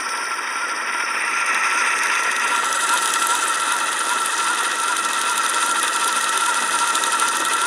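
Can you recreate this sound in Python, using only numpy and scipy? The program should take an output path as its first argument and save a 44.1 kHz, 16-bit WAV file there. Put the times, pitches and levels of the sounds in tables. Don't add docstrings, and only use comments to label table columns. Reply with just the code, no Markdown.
import sys
import numpy as np
from scipy import signal
from scipy.io import wavfile

SR = 44100
rng = np.random.default_rng(int(sys.argv[2]) if len(sys.argv) > 2 else 0)


def wav_out(sig):
    wavfile.write(sys.argv[1], SR, np.round(np.clip(np.atleast_2d(sig).T, -1, 1) * 32767).astype(np.int16))


def how_loud(loudness_db):
    steps = np.asarray(loudness_db, float) / 20
    return 10 ** steps


N = 337806

MOTOR_TURNS_PER_LAP, FLYER_TURNS_PER_LAP, BOBBIN_TURNS_PER_LAP = 26, 4.73, 4.92


def rms_one(x):
    return x / np.sqrt(np.mean(x ** 2) + 1e-20)


def in_time(rows):
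    s, *columns = np.transpose(rows)
    return [np.interp(np.arange(N) / SR, s, c) for c in columns]


def drift(rate_hz):
    r = np.exp(-40 * np.pi * rate_hz / SR)
    noise = rng.standard_normal(N // 20 + 4002)
    slow = signal.lfilter([1], [1, -2 * r, r * r], noise)[4000:]
    return np.interp(np.arange(N) / 20, np.arange(len(slow)), rms_one(slow))


def band_pass(x, low_hz, high_hz):
    return signal.sosfilt(signal.butter(2, [low_hz, high_hz], "band", fs=SR, output="sos"), x)


def resonance(x, hz, width_hz):
    r = np.exp(-np.pi * width_hz / SR)
    top = (1 - r * r) / 2
    return signal.lfilter([top, 0, -top], [1, -2 * r * np.cos(2 * np.pi * hz / SR), r * r], x)


def colour(x, spectra, viewpoint, size):
    hz, s, frames = signal.stft(x, SR, nperseg=size, noverlap=size * 3 // 4)
    log_hz = np.log(hz + 1)
    shapes = []
    for spectrum in spectra:
        point_hz, point_db = np.transpose(spectrum)
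        shapes.append(np.interp(log_hz, np.log(point_hz), point_db, -200, -200))
    at = np.interp(s, np.arange(N) / SR, viewpoint)
    shares = np.array([np.interp(at, np.arange(len(spectra)), row) for row in np.eye(len(spectra))])
    gain = how_loud(np.array(shapes).T @ shares) * np.sqrt(SR / 2)
    return signal.istft(frames * gain, SR, nperseg=size, noverlap=size * 3 // 4)[1][:N]


def grit(per_s, spread_db, share):
    sizes = how_loud(spread_db * np.minimum(rng.exponential(1, N), 3)) * rng.choice([-1, 1], N)
    knocks = rms_one(sizes * (rng.random(N) < per_s / SR))
    share = np.clip(share, 0, 1)
    return np.sqrt(1 - share) * rng.standard_normal(N) + np.sqrt(share) * knocks


def whine(pitch_hz, level_db):
    phase = 2 * np.pi * np.cumsum(pitch_hz + 9 * drift(25)) / SR
    return np.sqrt(2) * how_loud(level_db + .7 * drift(20)) * np.sin(phase)


def mode(pitch_hz, width_hz, level_db):
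    phase = 2 * np.pi * np.cumsum(pitch_hz) / SR
    return how_loud(level_db) * (drift(width_hz) * np.sin(phase) + drift(width_hz) * np.cos(phase))


def motor(pitch_hz, level_db, lap_db):
    tone = whine(pitch_hz, level_db + 1.55 * lap_db - 1)
    return tone + mode(pitch_hz, 30, level_db - 12 + 1.2 * lap_db)


def board(pitch_hz, level_db, lap_db):
    board_hz = .694 * pitch_hz
    tone = whine(board_hz, level_db - 11.5 + 1.33 * lap_db)
    return tone + mode(board_hz, 37, level_db - 12 + 1.66 * lap_db)


def bracket(frame_view, level_db, lap_db):
    side_lift_db = 8.3 * np.clip(1 - 1.2 * np.abs(frame_view - 1.25), 0, 1)
    pitch_hz = 1893.0 + 16 * drift(12)
    return whine(pitch_hz, level_db - 13 + side_lift_db + 2.3 * lap_db + .6 * drift(6))


def passing(laps, place, width):
    return np.exp(-.5 * (((laps - place + .5) % 1 - .5) / width) ** 2)


# place_laps, drag_db
STIFF_SPOTS = [
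    (.068, 10.3),
    (.203, 11.3),
    (.388, 6.1),
    (.61, 1.2),
    (.749, 8.6),
    (.924, 10.4),
]


def drag(laps, lead, width):
    db = sum(drag_db * passing(laps + lead, place, width) for place, drag_db in STIFF_SPOTS)
    return db - db.mean()


def band_load(laps):
    bobbin = np.cos(2 * np.pi * BOBBIN_TURNS_PER_LAP * laps)
    bobbin_early = np.cos(2 * np.pi * (BOBBIN_TURNS_PER_LAP * laps + .2))
    flyer = np.cos(2 * np.pi * (FLYER_TURNS_PER_LAP * laps - .65))
    joint_lap = .6
    sag_hz = 2.4 * drag(laps, .02, .032)
    joint_rise_hz = 34 * passing(laps, joint_lap, .035)
    pitch_hz = 1344 - sag_hz + joint_rise_hz + 6.5 * (bobbin + .8 * flyer)
    whine_db = -1.25 * drag(laps, 0, .024) + .9 * bobbin + .3 * flyer - .5
    board_db = -.47 * drag(laps, .026, .036) + 3.6 * passing(laps + .02, joint_lap, .03)
    board_db = board_db + 1.5 * bobbin + flyer - .4
    bracket_db = .6 * drag(laps, .023, .02) - 2 * passing(laps + .09, joint_lap, .2)
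    bracket_db = bracket_db - .9 * bobbin_early + .4
    grip_db = -.33 * drag(laps, 0.043, 0.021) + 0.69 * bobbin_early
    return pitch_hz, whine_db, board_db, bracket_db, grip_db


# turns, first_tick_s, second_tick_lag_s
FLYER_TRAVEL = [(0, .007, .06), (15, 1.249, .053), (31, 2.561, .048), (46, 3.802, .045), (61, 5.048, .037),
                (77, 6.376, .033), (92, 7.617, .033)]
# start_s, first_tick_peak_db, second_tick_peak_db
BOBBIN_PLAY = [(0, -17.5, -30), (.45, -21, -36), (.6, -35, -34), (1.75, -32, -27), (2.049, -11, -22),
               (2.25, -12, -27), (2.75, -10, -26), (3.118, -1, -12), (3.298, -9.5, -18), (3.6, -14, -22),
               (4.1, -11, -26), (4.45, -14.5, -21), (4.9, -7, -23), (5.35, -6, -19), (6.45, -4.5, -19),
               (6.68, -7.5, -24), (6.95, -1, -17), (7.66, -7.5, -12)]
# start_s, peak_db, knock_share_db, sizzle_share_db
HARD_SLAPS = [(0.6943, -20, -15, -22), (1.4644, -14, -20, -11), (1.5457, -12, -8, -15),
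              (2.034, -10, -29, -16), (2.364, -7, -13, -17), (2.3967, -12, -22, -18), (2.727, -4, -18, -17),
              (2.939, -5.5, -19, -10), (3.0236, -9, -17, -7), (3.0752, -7, -14, -11), (3.269, -1.5, -24, 0),
              (3.3516, -5.5, -11, -7), (3.5985, -8, -8, -10), (3.722, -3.5, -24, -8),
              (3.7651, -10, -28, -12), (3.9282, -9, -5, -9), (4.0926, -7.5, -9, -9), (4.2592, -3, -8, 0),
              (4.342, -9.5, -12, -22), (4.835, -9, -19, -12), (5.0877, -12, -15, -18), (5.4957, -7, -22, 2),
              (5.6628, -5.5, -12, -7), (5.8296, -2.5, -9, -2), (6.0779, -2.5, -10, -7),
              (6.1612, -9, -15, -6), (6.242, -6, -8, -14), (6.409, -7, -14, -6), (7.037, 0, -13, -16),
              (7.1976, -1.5, -14, -9)]
KNOCK_DB, SIZZLE_DB = [-14, -17], [-15, -14]
SIZZLE_ARRIVES_S = 3.4


def tick_rows():
    turns, first_s, lag_s = np.transpose(FLYER_TRAVEL)
    turn = np.arange(turns[-1] + 1)
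    first = np.interp(turn, turns, first_s)
    s = np.r_[first, first + np.interp(turn, turns, lag_s)]
    second = np.repeat([0, 1], len(turn))
    at, *play_db = np.transpose(BOBBIN_PLAY)
    chance = rng.standard_normal((len(s), 4))
    peak_db = np.choose(second, [np.interp(s, at, db) for db in play_db])
    peak_db = peak_db + 1.2 * (1 + second) * chance[:, 0]
    tick_s = s + .001 * chance[:, 1]
    knock_db = np.take(KNOCK_DB, second) + 0.5 * chance[:, 2]
    hidden_db = -8 * np.clip(1 - s / SIZZLE_ARRIVES_S, 0, 1)
    sizzle_db = np.take(SIZZLE_DB, second) + hidden_db + 0.5 * chance[:, 3]
    rows = np.c_[tick_s, peak_db, knock_db, sizzle_db]
    free = np.abs(s[:, None] - np.array(HARD_SLAPS)[:, 0]).min(axis=1) > .012
    rows[~free, 1] = -120
    return np.r_[rows, HARD_SLAPS]


def ticks():
    out, t, rows = np.zeros(N + 1600), np.arange(-500, 600) / SR, tick_rows()
    start_s, count = rows[:, 0], len(rows)
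    ring_spread_hz = 340 * np.clip(start_s / SIZZLE_ARRIVES_S, .2, 1)
    rings_hz = 5520 + 190 * start_s + ring_spread_hz * rng.standard_normal(count)
    run_up_db = np.minimum(-18.5 + 7 * rng.standard_normal((count, 1, 1)), -3)
    run_up = how_loud(run_up_db) * np.exp(-np.abs(t) / 0.0038)
    landing = np.clip(t / 0.00044, 0, 1) * how_loud(-60 * t / 0.012)
    chatter = rng.standard_normal((count, 3, len(t))) * (run_up + landing)
    knocks = band_pass(chatter[:, 0], 3100, 3900)
    sizzles = band_pass(band_pass(chatter[:, 2], 9200, 11470), 7400, 11500)
    sizzles = sizzles + how_loud(-31) * band_pass(chatter[:, 2], 15000, 17000)
    for row, ring_hz, knock, metal, sizzle in zip(rows, rings_hz, knocks, chatter[:, 1], sizzles):
        s, peak_db, knock_db, sizzle_db = row
        ring = rms_one(band_pass(metal, 0.892 * ring_hz, 1.147 * ring_hz))
        ring = ring + .5 * rms_one(band_pass(metal, 3300, 10000))
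        tick = how_loud(knock_db + 19.5) * rms_one(knock) + how_loud(4.0) * ring
        tick = tick + how_loud(sizzle_db + 20) * rms_one(sizzle)
        out[round(s * SR):][:len(t)] += how_loud(peak_db - 4.0) * tick / np.abs(tick).max()
    return out[500:N + 500]


# pitch_hz, level_db (per Hz)
FAR_HISS = [(4221, -86), (4565, -82), (4910, -60), (5082, -86), (5340, -63.5), (6029, -65), (6460, -97),
            (8050, -79.5), (8441, -70.5), (8699, -70), (9302, -65.5), (10767, -86.5), (11628, -83),
            (15676, -87)]
SIDE_HISS = [(4221, -85), (4479, -96), (4737, -74), (6202, -69), (7235, -96.5), (8958, -67), (9647, -78.5),
             (10508, -85), (10767, -91), (11197, -88), (12834, -88), (14901, -90), (15504, -99.2),
             (15676, -97.2)]
CLOSE_HISS = [(4221, -64), (4479, -75), (4737, -63), (5512, -74.5), (5943, -64.5), (7321, -68.5),
              (9647, -60.5), (10422, -68), (11111, -67), (12059, -77), (12145, -70), (13264, -92),
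              (15073, -76), (15676, -92)]
ABOVE_HISS = [(4221, -70.5), (4651, -73), (4823, -67), (5280, -75), (6115, -68.5), (7752, -74), (8096, -79),
              (8613, -63), (9388, -65), (11542, -75.5), (12145, -79), (13178, -91), (15246, -86),
              (15676, -87)]
# pitch_hz, width_hz, lift_db, lobe_viewpoint (where it points)
SHAFT_RINGS = [(4830, 77, 0.5, 1.5), (5370, 79, 4, .5), (5800, 120, -3, 0.2), (6130, 150, -1, 1.2),
               (7280, 67, 11, 1.2), (7780, 72, 11, 1.7), (8350, 56, 6, 0.65), (9060, 51, 4, 0.51),
               (9500, 70, 7, 0.78), (10000, 28, 8, 1.3), (10800, 60, 10, 1.1), (12190, 60, 6, 1.4)]


def bearings(viewpoint, laps, level_db, grip_db):
    throb_db = 2.0 * np.cos(2 * np.pi * (MOTOR_TURNS_PER_LAP * laps + 0.45))
    low = grit(1200, spread_db=10.0, share=0.44) * how_loud(2.8 * grip_db + 1.4 * drift(30))
    middle = grit(1200, spread_db=12.0, share=0.2) * how_loud(0.16 * grip_db + 2.36 * drift(50))
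    high = grit(1500, spread_db=2.0, share=0.99) * how_loud(1.34 * grip_db + throb_db + 1.5 * drift(44))
    top = grit(600, spread_db=6.0, share=0.37) * how_loud(2.0 * drift(16) - 2)
    rub = band_pass(low, 1450, 5030) + band_pass(middle, 4950, 7390)
    rub = rub + band_pass(high, 6970, 10900) + band_pass(top, 12900, 16200)
    rub = rub * how_loud(level_db - 2.0)
    push = rub
    for hz, width_hz, lift_db, lobe in SHAFT_RINGS:
        off_lobe_db = 9.5 * np.minimum(np.abs(viewpoint - lobe), .9)
        push = push + how_loud(lift_db + 2.0 * drift(1.5) - off_lobe_db) * resonance(rub, hz, width_hz)
    return colour(push, [FAR_HISS, SIDE_HISS, CLOSE_HISS, ABOVE_HISS], viewpoint, size=512)


# pitch_hz, level_db (per Hz)
FAR_FRAME = [(818, -66), (991, -58.5), (1206, -59.5), (1981, -58.5), (2153, -67), (2326, -60), (2498, -62),
             (2842, -71), (3359, -68.5), (3531, -97), (3661, -67), (4005, -99), (4177, -87), (4264, -85)]
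SIDE_FRAME = [(818, -62.5), (991, -57.5), (1034, -58), (1206, -55), (1593, -57), (1680, -53), (1981, -52.5),
              (2153, -57), (2541, -51.5), (2756, -57.5), (2842, -67.5), (3747, -69), (4134, -84.5),
              (4264, -90)]
NEAR_FRAME = [(818, -83), (861, -58), (991, -59.5), (1077, -63), (1206, -54), (1981, -59.5), (2110, -66.5),
              (2369, -73), (2498, -61.5), (2627, -57.5), (2842, -71), (2972, -64.5), (3747, -63),
              (4264, -71.5)]


def frame(viewpoint, grip_db, level_db):
    push = grit(900, spread_db=4.5, share=0.28) * how_loud(level_db + 1.34 * drift(34))
    low = signal.sosfiltfilt(signal.butter(2, 2150, "low", fs=SR, output="sos"), push)
    high = signal.sosfiltfilt(signal.butter(2, 2150, "high", fs=SR, output="sos"), push)
    low = low - 0.13 * resonance(low, 1277, 136)
    push = low + high * how_loud(1.22 * grip_db)
    return colour(push, [FAR_FRAME, SIDE_FRAME, NEAR_FRAME], viewpoint, size=1024)


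# pitch_hz, level_db (per Hz)
TABLE_DRONE = [(22, -95.9), (43, -100.5), (140, -79), (161, -87), (194, -68), (215, -77), (237, -65.5),
               (431, -63.5), (452, -63.5), (506, -61), (538, -62.5), (721, -65.5), (754, -63), (829, -67.5)]
# pitch_hz, width_hz, level_db
TABLE_TOP = [
    (195, 6.7, -59.5),
    (246, 4.7, -56),
    (323.4, 5.8, -50),
    (377.7, 6.1, -49),
    (1195, 47, -49.5),
]


def table(viewpoint, laps, level_db):
    push = grit(300, spread_db=15.5, share=0.12) * how_loud(1.87 * drift(33))
    flyer_angle = 2 * np.pi * FLYER_TURNS_PER_LAP * laps
    arms = np.cos(flyer_angle) + 0.88 * np.cos(2 * flyer_angle)
    near_db = 2.8 * np.minimum(viewpoint - 2, 0)
    puffs = rng.standard_normal(N) * how_loud(near_db + 1.5 * arms + 1.8 * drift(2.7))
    push = band_pass(puffs, 12, 143) + band_pass(push, 214, 1800)
    drone = colour(push, [TABLE_DRONE], viewpoint, size=8192)
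    hum = sum(mode(np.full(N, hz), width_hz, db) for hz, width_hz, db in TABLE_TOP)
    return how_loud(level_db) * (drone + hum)


# start_s, laps
BAND_TRAVEL = [(0, -.023), (1.25, 3.208), (2.5, 6.428), (3.75, 9.624), (5, 12.837), (6.3, 16.134),
               (7.66, 19.605)]
# start_s, whine_db, rubbing_db
MIC_PATH = [(0, -31, -1.5), (.5, -32, -4), (.9, -30.5, -4), (1.15, -31.5, -1), (1.8, -27, 4.5),
            (2.2, -27.5, 2), (2.45, -27, -2), (2.7, -25, -3), (3.05, -24.5, -1), (3.6, -26.5, -0.5),
            (4, -27.5, -0.5), (4.4, -26, 1.5), (4.9, -27, 0.5), (5.4, -26.5, 2), (6.4, -25.5, 2.5),
            (6.9, -25.5, 3), (7.66, -25.5, 1)]
# start_s, bearing_view (0 far, 1 side, 2 close, 3 above),
# frame_view (0 far, 1 side, 2 near)
MIC_VIEW = [(0, 0, 0), (.85, .05, .15), (1.2, .55, .9), (1.45, 1, 1), (2.1, 1.15, 1.15), (2.45, 1.6, 1.35),
            (2.7, 2, 2), (3.3, 2, 2), (3.6, 2.6, 2), (4.6, 3, 2), (7.66, 3, 2)]


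def scene():
    laps, = in_time(BAND_TRAVEL)
    viewpoint, frame_view = in_time(MIC_VIEW)
    whine_db, hiss_db = in_time(MIC_PATH)
    pitch_hz, lap_whine_db, board_db, bracket_db, grip_db = band_load(laps)
    pitch_hz = pitch_hz + .55 * (pitch_hz - pitch_hz.mean())
    mix = motor(pitch_hz, whine_db, lap_whine_db)
    mix = mix + board(pitch_hz, whine_db, board_db)
    mix = mix + bracket(frame_view, whine_db, bracket_db)
    mix = mix + ticks()
    mix = mix + bearings(viewpoint, laps, hiss_db, grip_db)
    mix = mix + frame(frame_view, grip_db, 0.55 + 0.18 * (whine_db + 25.5))
    mix = mix + table(viewpoint, laps, 0.57 * (whine_db + 23.5))
    return mix[None]


def roll_off(x):
    return signal.sosfilt(signal.butter(12, 16350, fs=SR, output="sos"), x)


def record(dry):
    mix = signal.sosfilt(signal.cheby2(14, 50, 16150, fs=SR, output="sos"), dry)
    return roll_off(mix)


dry = scene()
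out = record(dry)
wav_out(out)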